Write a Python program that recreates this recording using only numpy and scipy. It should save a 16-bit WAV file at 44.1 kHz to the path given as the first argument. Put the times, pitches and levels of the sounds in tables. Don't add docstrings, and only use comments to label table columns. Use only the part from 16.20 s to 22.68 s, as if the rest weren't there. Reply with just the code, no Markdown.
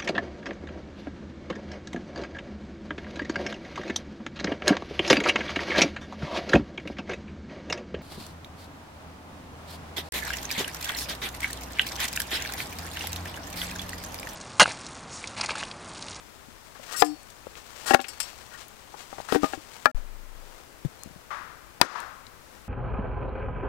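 import sys
import numpy as np
from scipy import signal
from scipy.fft import rfft, irfft
from scipy.io import wavfile

SR = 44100
rng = np.random.default_rng(int(sys.argv[2]) if len(sys.argv) > 2 else 0)


def pcm_store(signal):
    levels = np.round(np.clip(np.atleast_2d(signal), -1, 1) * 32767)
    wavfile.write(sys.argv[1], SR, levels.astype(np.int16).T)


N = 285768
TIME = np.arange(N) / SR
EVENT_TIME = TIME[:SR]
GAP_S = (3.715, 3.747)


def amp(db):
    return 10 ** (np.asarray(db) / 20)


def unit_rms(x):
    return x / np.sqrt(np.mean(x ** 2) + 1e-20)


def add(mix, start_s, sound):
    part = mix[max(round(start_s * SR), 0):][:len(sound)]
    part += sound[:len(part)]


def colour(x, spectrum):
    hz, db = np.transpose(spectrum)
    bins_hz = np.fft.rfftfreq(len(x), 1 / SR)
    gain = amp(np.interp(np.log(bins_hz + 1), np.log(hz), db))
    return unit_rms(irfft(rfft(x) * gain, len(x)))


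def burst(spectrum, t60_s, rise_s=0.00023):
    envelope = amp(-60 * EVENT_TIME / t60_s) * (1 - np.exp(-EVENT_TIME / rise_s))
    return envelope * colour(rng.standard_normal(SR), spectrum)


def ring(modes, t60_factor=1, t=EVENT_TIME):
    return sum((-1) ** k * amp(db - 60 * t / (t60_s * t60_factor)) * np.sin(2 * np.pi * hz * t)
               for k, (hz, db, t60_s) in enumerate(modes))


def grains(per_s, spread_db):
    size = amp(spread_db * np.minimum(rng.exponential(1, N), 4))
    return unit_rms(rng.standard_normal(N) * size * (rng.random(N) < per_s / SR))


def stroke(start_s, length_s, bite_s=0.0053, press_db_per_s=110, release_db_per_s=550):
    t = np.maximum(TIME - start_s, 0)
    db = np.minimum(press_db_per_s * (t - length_s), release_db_per_s * (length_s - t))
    return (1 - np.exp(-t / bite_s)) * amp(np.maximum(db, -200))


def swells(moves):
    return sum(amp(db) / (1 + ((TIME - middle_s) / half_s) ** 2 / 2) ** 2
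               for middle_s, half_s, db in moves)


# frequency in Hz, level in dB.
HISS_SPECTRUM = [(20, -31), (100, 1.5), (400, -2), (1200, -6), (3000, -8), (16000, -11.5)]


def input_hiss(level_db=-56):
    return amp(level_db) * np.array([colour(z, HISS_SPECTRUM) for z in rng.standard_normal((2, N))])


# frequency in Hz, level in dB.
AIR_SPECTRUM = [(20, -0.5), (60, 5), (150, -4), (400, -4.5), (1200, -5.5), (2200, -11), (3500, -17),
                (8000, -20.5), (12000, -35), (16000, -29)]


def forest_air(level_db=-48.5):
    return amp(level_db) * colour(rng.standard_normal(N), AIR_SPECTRUM)


# time in seconds, pitch in Hz, level in dB.
CHIRP_CONTOUR = [(4.785, 3950, -66), (4.809, 4180, -50), (4.84, 4250, -53), (4.86, 4250, -57)]


def bird():
    times_s, hz, db = np.transpose(CHIRP_CONTOUR)
    sounding = (TIME >= times_s[0]) & (TIME <= times_s[-1])
    phase = 2 * np.pi * np.cumsum(np.interp(TIME, times_s, hz)) / SR
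    return sounding * amp(np.interp(TIME, times_s, db)) * np.sin(phase)


# frequency in Hz, level in dB, t60 in seconds.
MOUNT_MODES = [(22.7, -11, 0.24), (25.14, -32, 5.1), (28.5, -57, 1.4)]


def mount_sway(start_s=3.747, settle_after_s=(0.45, 0.75)):
    out = np.zeros(N)
    settling = np.interp(TIME, settle_after_s, [1, 0])
    add(out, start_s, -ring(MOUNT_MODES, t=TIME) * settling)
    return out


# middle in seconds, half length in seconds, level in dB.
BOOT_SHIFTS = [(3.77, 0.028, -48.5), (4.32, 0.15, -48.5), (4.82, 0.2, -51.5), (6.34, 0.076, -51)]
# frequency in Hz, level in dB.
LEAF_SPECTRUM = [(150, -7), (500, 7.5), (1500, -0.5), (3000, -5.5), (7500, -7.5), (11000, -15),
                 (16000, -19)]


def leaves():
    return swells(BOOT_SHIFTS) * colour(grains(per_s=2500, spread_db=-0.5), LEAF_SPECTRUM)


# middle in seconds, half length in seconds, level in dB.
ARM_REACHES = [(.7, 0.078, -40.5), (1.65, 0.19, -41), (2.1, 0.27, -47), (3.05, 0.26, -44.5),
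               (3.58, 0.14, -46)]
# frequency in Hz, level in dB.
CLOTH_SPECTRUM = [(100, -21), (400, -4.5), (900, 0), (1700, -3.5), (2800, -4.5), (4200, -6), (8000, -8.5),
                  (11000, -18), (16000, -17.5)]


def sleeve(creases_db=1.5, rest_db=-53):
    creases = colour(rng.standard_normal(N), [(3, -6), (15, -1), (40, -5), (200, -40)])
    effort = np.hypot(swells(ARM_REACHES), amp(rest_db)) * (TIME < GAP_S[0])
    catches = grains(per_s=8000, spread_db=2.0) * amp(creases_db * creases)
    return effort * colour(catches, CLOTH_SPECTRUM)


# start in seconds, level in dB, centre in Hz, t60 in seconds.
LIGHT_TAPS = [(0.553, -37, 1200, 0.097), (0.596, -29.5, 510, 0.026), (1.031, -41, 9000, 0.018),
              (1.101, -39.5, 6800, 0.042), (1.269, -27, 500, 0.019), (1.354, -33, 2440, .02),
              (1.802, -13.5, 3500, 0.018), (1.842, -24, 2290, 0.071), (2.482, -37.5, 12000, .025),
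              (2.741, -33.5, 860, 0.06), (2.928, -29.5, 800, 0.053), (2.983, -24, 795, 0.04),
              (3.002, -24.5, 600, 0.014), (3.087, -25.5, 1320, 0.059), (4.8344, -21.5, 8900, 0.0081),
              (5.602, -29.5, 697, 0.033), (5.802, -30.5, 8820, 0.015), (6.067, -37.5, 3970, 0.026)]


def taps(below_db=-14, above_db=-26):
    out = np.zeros(N)
    for start_s, db, hz, t60_s in LIGHT_TAPS:
        hump = [(hz / 4, below_db), (hz / 0.94, 0), (hz * 1.07, 0), (hz * 3, above_db), (hz * 20, -60)]
        add(out, start_s, amp(db) * burst(hump, t60_s))
    return out


# start in seconds, level in dB, pitch in Hz, t60 in seconds.
DULL_THUMPS = [(0.284, -36, 240, 0.071), (3.375, -25.5, 310, 0.046), (4.649, -11.5, 222, 0.027),
               (4.655, -16.5, 131, 0.057), (4.86, -25.5, 230, 0.021), (4.874, -23, 190, 0.012),
               (4.909, -29.5, 171, 0.033), (4.961, -25.5, 173, 0.03)]


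def thumps(puff_db=-9, swing_rise_s=0.00084):
    out = np.zeros(N)
    puff_spectrum = [(50, -56), (150, 21), (330, 0), (600, -17), (2000, -19), (16000, -30)]
    for start_s, db, hz, t60_s in DULL_THUMPS:
        swing = ring([(hz, 0, t60_s)]) * (1 - np.exp(-EVENT_TIME / swing_rise_s))
        puff = burst(puff_spectrum, t60_s, rise_s=0.0005)
        add(out, start_s, amp(db) * (amp(puff_db) * puff - swing))
    return out


# start in seconds, level in dB, t60 in seconds, pitch factor.
HILLSIDE_ECHOES = [(5.104, -29.5, 0.9, 1.08), (5.619, -5.5, 0.096, 1.17), (5.64, -27, 0.73, 1.12),
                   (5.75, -32, 0.99, 1.01), (5.751, -24.5, 0.17, 0.96)]
# frequency in Hz, level in dB.
HILLSIDE_SPECTRUM = [(100, -29), (350, -23), (750, -8.5), (1150, 0.5), (1600, -5.5), (2600, -20),
                     (5500, -28), (9000, -41), (16000, -61)]
NEAR_SPECTRUM = [(100, -14), (350, -7), (700, -1.5), (1200, 4.5), (2400, -10), (5800, -13.5), (8500, -24),
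                 (16000, -39)]


def echoes(near_start_s=5.63, near_db=-22):
    out = np.zeros(N)
    for start_s, db, t60_s, pitch_factor in HILLSIDE_ECHOES:
        spectrum = np.array(HILLSIDE_SPECTRUM) * [pitch_factor, 1]
        add(out, start_s, amp(db) * burst(spectrum, t60_s, rise_s=0.002))
    add(out, near_start_s, amp(near_db) * burst(NEAR_SPECTRUM, t60_s=0.55, rise_s=0.014))
    return out


# frequency in Hz, level in dB, base t60 in seconds.
BLADE_MODES = [(1450, -8, .08), (1850, -7, .08), (2735, -7, .12), (4450, -12, .8), (4988, -3, .2),
               (5534, -3.5, .28), (6140, -10, .16), (6764, -6, .14), (7470, -1, .17), (7660, -4, .17),
               (7950, -6, .17), (8096, -4, .19), (8613, -6, .15), (9300, -8, .13), (9503, -1, .11),
               (10150, -8, .1), (10990, -12, .12), (12030, -12, .14), (12670, -7, .08), (13460, -9, .1),
               (14150, -8, .07)]
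# start in seconds, ring in dB, ring t60 factor, rattle in dB, rattle t60 in seconds.
BLADE_BUMPS = [(.846, -32, 1, -31, 0.066), (.862, -51, 0.38, -33, 0.076), (1.812, -34, 0.57, -25.5, 0.075),
               (1.883, -34, .7, -36, 0.1), (2.0017, -24, .55, -23, 0.085), (2.029, -36, 0.44, -38.5, 0.41)]
# frequency in Hz, level in dB.
RATTLE_SPECTRUM = [(200, -41), (700, -6), (1500, -4.5), (2700, -1.5), (4000, -4), (5500, -4), (8000, -7),
                   (10000, -17), (13500, -10), (16000, -24)]


def saw_clinks():
    out = np.zeros(N)
    for start_s, ring_db, t60_factor, rattle_db, rattle_t60_s in BLADE_BUMPS:
        steel = amp(ring_db) * ring(BLADE_MODES, t60_factor)
        rattle = amp(rattle_db) * burst(RATTLE_SPECTRUM, rattle_t60_s)
        add(out, start_s, steel + rattle)
    return out


# start in seconds, length in seconds, level in dB.
BLADE_DRAGS = [(0.717, 0.012, -31.5), (0.76, 0.049, -22), (1.66, 0.032, -28.5), (3.112, 0.031, -35.5),
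               (3.226, 0.079, -46)]
# frequency in Hz, level in dB.
TEETH_SPECTRUM = [(1500, -7), (5000, -4), (7000, -0.5), (10000, 0), (14000, 2)]


def saw_scrapes(rasp_db=-5):
    catches = grains(per_s=6500, spread_db=4.0)
    drive = colour(catches, TEETH_SPECTRUM)
    steel = unit_rms(signal.fftconvolve(drive, ring(BLADE_MODES, t60_factor=0.65))[:N])
    rasp = colour(catches, [(1000, -14.5), (5000, -6), (8000, -9), (16000, -14)])
    pressure = sum(amp(db) * stroke(start_s, length_s) for start_s, length_s, db in BLADE_DRAGS)
    return pressure * unit_rms(steel + amp(rasp_db) * rasp)


# start in seconds, length in seconds, rubbing in dB, hollow ring in dB.
BOARD_SLIDES = [(0.687, .025, -40, -38), (0.716, 0.011, -31.5, -46), (0.739, 0.013, -40, -29.5),
                (1.362, 0.017, -39.5, -46), (1.658, 0.056, -24, -28), (1.733, .014, -17.5, -13),
                (2.077, 0.013, -42.5, -60), (2.313, 0.038, -43, -39), (2.372, 0.05, -39, -54),
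                (2.767, 0.05, -39, -64), (3.082, .072, -30, -33), (3.216, 0.042, -32.5, -44),
                (3.274, 0.072, -38, -62)]
# frequency in Hz, level in dB.
RUB_SPECTRUM = [(100, -37), (400, -5.5), (900, -1.5), (1700, -4.5), (2150, -5), (2800, -4.5), (4200, -6),
                (8000, -9.5), (11000, -19), (16000, -20.5)]
# frequency in Hz, level in dB, t60 in seconds.
RUBBED_BOARD_MODES = [(1151, 2.5, 0.15), (1224, 2.5, 0.24), (1430, 10, 0.1), (1540, 12.5, 0.024),
                      (1888, 9, 0.13), (2580, -5, 0.087)]


def board_slides(uneven_db=2):
    grip = colour(rng.standard_normal(N), [(10, -21), (40, 0), (110, -12), (400, -30)])
    catches = grains(per_s=9000, spread_db=-1.0) * amp(uneven_db * grip)
    rub = colour(catches, RUB_SPECTRUM)
    hollow = unit_rms(signal.fftconvolve(catches, ring(RUBBED_BOARD_MODES))[:N])
    return sum(stroke(start_s, length_s) * (amp(rub_db) * rub + amp(hollow_db) * hollow)
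               for start_s, length_s, rub_db, hollow_db in BOARD_SLIDES)


# start in seconds, level in dB.
FIBRE_TEARS = [(5.62, -13), (5.628, -9.5), (5.637, -18), (5.647, -16)]
# frequency in Hz, level in dB.
CRACK_SPECTRUM = [(100, -7), (400, 4), (700, -5), (1150, 3.5), (1750, 2.5), (2100, -4), (2600, -2.5),
                  (5000, -2), (7000, -14), (16000, -22)]
TEAR_SPECTRUM = [(60, -12), (300, 1), (700, -3.5), (1500, -10), (2500, -24), (6000, -17), (16000, -36)]


def hatchet_split(crack_start_s=5.614, crack_db=8.4):
    out = np.zeros(N)
    add(out, crack_start_s, amp(crack_db) * burst(CRACK_SPECTRUM, t60_s=0.027))
    for start_s, db in FIBRE_TEARS:
        add(out, start_s, amp(db) * burst(TEAR_SPECTRUM, t60_s=0.064))
    return out


WOOD_MODES = { "first": [(300.5, -15.5, 0.54), (767, -24.5, 0.28), (382, -15, 0.099), (466, -4.5, 0.075),
              (600, -17, 0.054), (718, -2, 0.09), (804, 1, 0.055), (1024, -12, 0.093), (1215, -14, 0.1),
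              (1726, -11.5, 0.081), (3500, -19, 0.022), (5100, -12, 0.012)], "second": [(251, -20, 0.1),
              (354, -13.5, 0.053), (490, -19.5, 0.043), (564, -21.5, 0.12), (781.5, -9.5, 0.087),
              (1096, -24.5, 0.1), (1370, -17.5, 0.053), (1680, -16, 0.063), (2210, -32, 0.12),
              (2740, -17.5, 0.032)], "third": [(253, -6.5, 0.064), (299, -12.5, 0.28), (388, 0.5, 0.04),
              (470, 1, 0.039), (655, -16, 0.064), (768, -12.5, 0.09), (1537, -20, 0.1)],
              "loose": [(165, -28, 0.11), (277, -6.5, 0.068), (470, -13, 0.082), (636, -15.5, 0.14),
              (798, -15.5, 0.083), (1225, -13.5, 0.15), (1570, -34, 0.12)], "last": [(256, -31, 0.25),
              (500, -15, 0.15), (620, -14, 0.19), (834, -14.5, 0.088), (1000, -8.5, 0.017),
              (1225, -2.5, 0.043), (1370, -9.5, 0.11), (1663, -2.5, 0.048), (1800, -19, 0.11),
              (2370, -19, 0.067), (2930, -45, 0.05), (4300, -17, 0.01)], "billet": [(136.5, -30.5, 0.057),
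              (375, -4, 0.029), (499, -3.5, 0.025), (960, -2.5, 0.032), (1080, -8, 0.02), (1470, -2, 0.013),
              (1840, -12.5, 0.087), (2550, -12.5, 0.026), (3870, -5, 0.013), (4870, 2, 0.011)]}
# start in seconds, piece, force in dB, t60 factor, clatter in dB.
WOOD_BLOWS = [(0.817, "first", -22, .3, -29), (0.8216, "first", 0.5, 0.9, -3), (1.708, "second", 2, 1, -22),
              (1.7358, "second", -1, 1, -15), (1.7455, "second", 12.5, 0.97, 2),
              (1.793, "second", -1.5, 0.89, -25), (3.123, "third", -6, 0.47, -14.5),
              (3.1463, "third", -11, 1, -18.5), (3.1569, "third", -6.5, 0.76, -21.5),
              (3.232, "loose", -4, 0.9, -26), (3.242, "loose", -4, 0.41, -20.5),
              (3.334, "second", -11, 0.76, -29), (3.6569, "last", 6.5, 0.7, -9.5),
              (3.664, "last", 1.5, 0.78, -12.5), (5.614, "billet", 8.5, 1, -4)]
# frequency in Hz, level in dB.
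CLATTER_SPECTRUM = [(60, -3), (180, -27.5), (450, 8.5), (1500, 7.5), (2600, -0.5), (5000, -7.5),
                    (9000, -20.5), (15000, -18)]


def wood_knocks(sink_s=(0.936, 0.97), scatter_db=-32, scatter_t60_s=0.49):
    out = np.zeros(N)
    for start_s, piece, force_db, t60_factor, clatter_db in WOOD_BLOWS:
        wood = amp(force_db) * ring(WOOD_MODES[piece], t60_factor)
        if piece == "first":
            wood *= np.interp(start_s + EVENT_TIME, sink_s, [1, 0]) ** 2
        clatter = amp(clatter_db) * burst(CLATTER_SPECTRUM, t60_s=0.041)
        add(out, start_s, wood + clatter)
    tail = rng.standard_normal(SR) * amp(-60 * EVENT_TIME / scatter_t60_s)
    return out + amp(scatter_db) * signal.fftconvolve(out, tail / np.linalg.norm(tail))[:N]


def scene(right_db=-56):
    left = wood_knocks() + board_slides() + sleeve() + saw_scrapes() + saw_clinks() + taps()
    left += thumps() + hatchet_split() + echoes()
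    left += leaves() + forest_air() + bird() + mount_sway()
    return np.array([left, amp(right_db) * left]) + input_hiss()


def record(dry, threshold_db=-2, recovery_db_per_s=100, attack_s=0.0028, lowpass_hz=15850):
    peak_db = 20 * np.log10(abs(dry).max(0) + 1e-9)
    over_db = np.maximum(peak_db - threshold_db, 0)
    recovery_db = recovery_db_per_s * TIME
    held_db = np.maximum.accumulate(over_db + recovery_db) - recovery_db
    pole = np.exp(-1 / (attack_s * SR))
    reduction_db = signal.lfilter([1 - pole], [1, -pole], held_db)
    limited = np.clip(dry * amp(-reduction_db), -1, 1)
    outside_gap = (TIME < GAP_S[0]) | (TIME > GAP_S[1])
    lowpass = signal.firwin(255, lowpass_hz, window=("kaiser", 8), fs=SR)
    return signal.oaconvolve(limited * outside_gap, lowpass[None], "same")


dry = scene()
out = record(dry)
pcm_store(out)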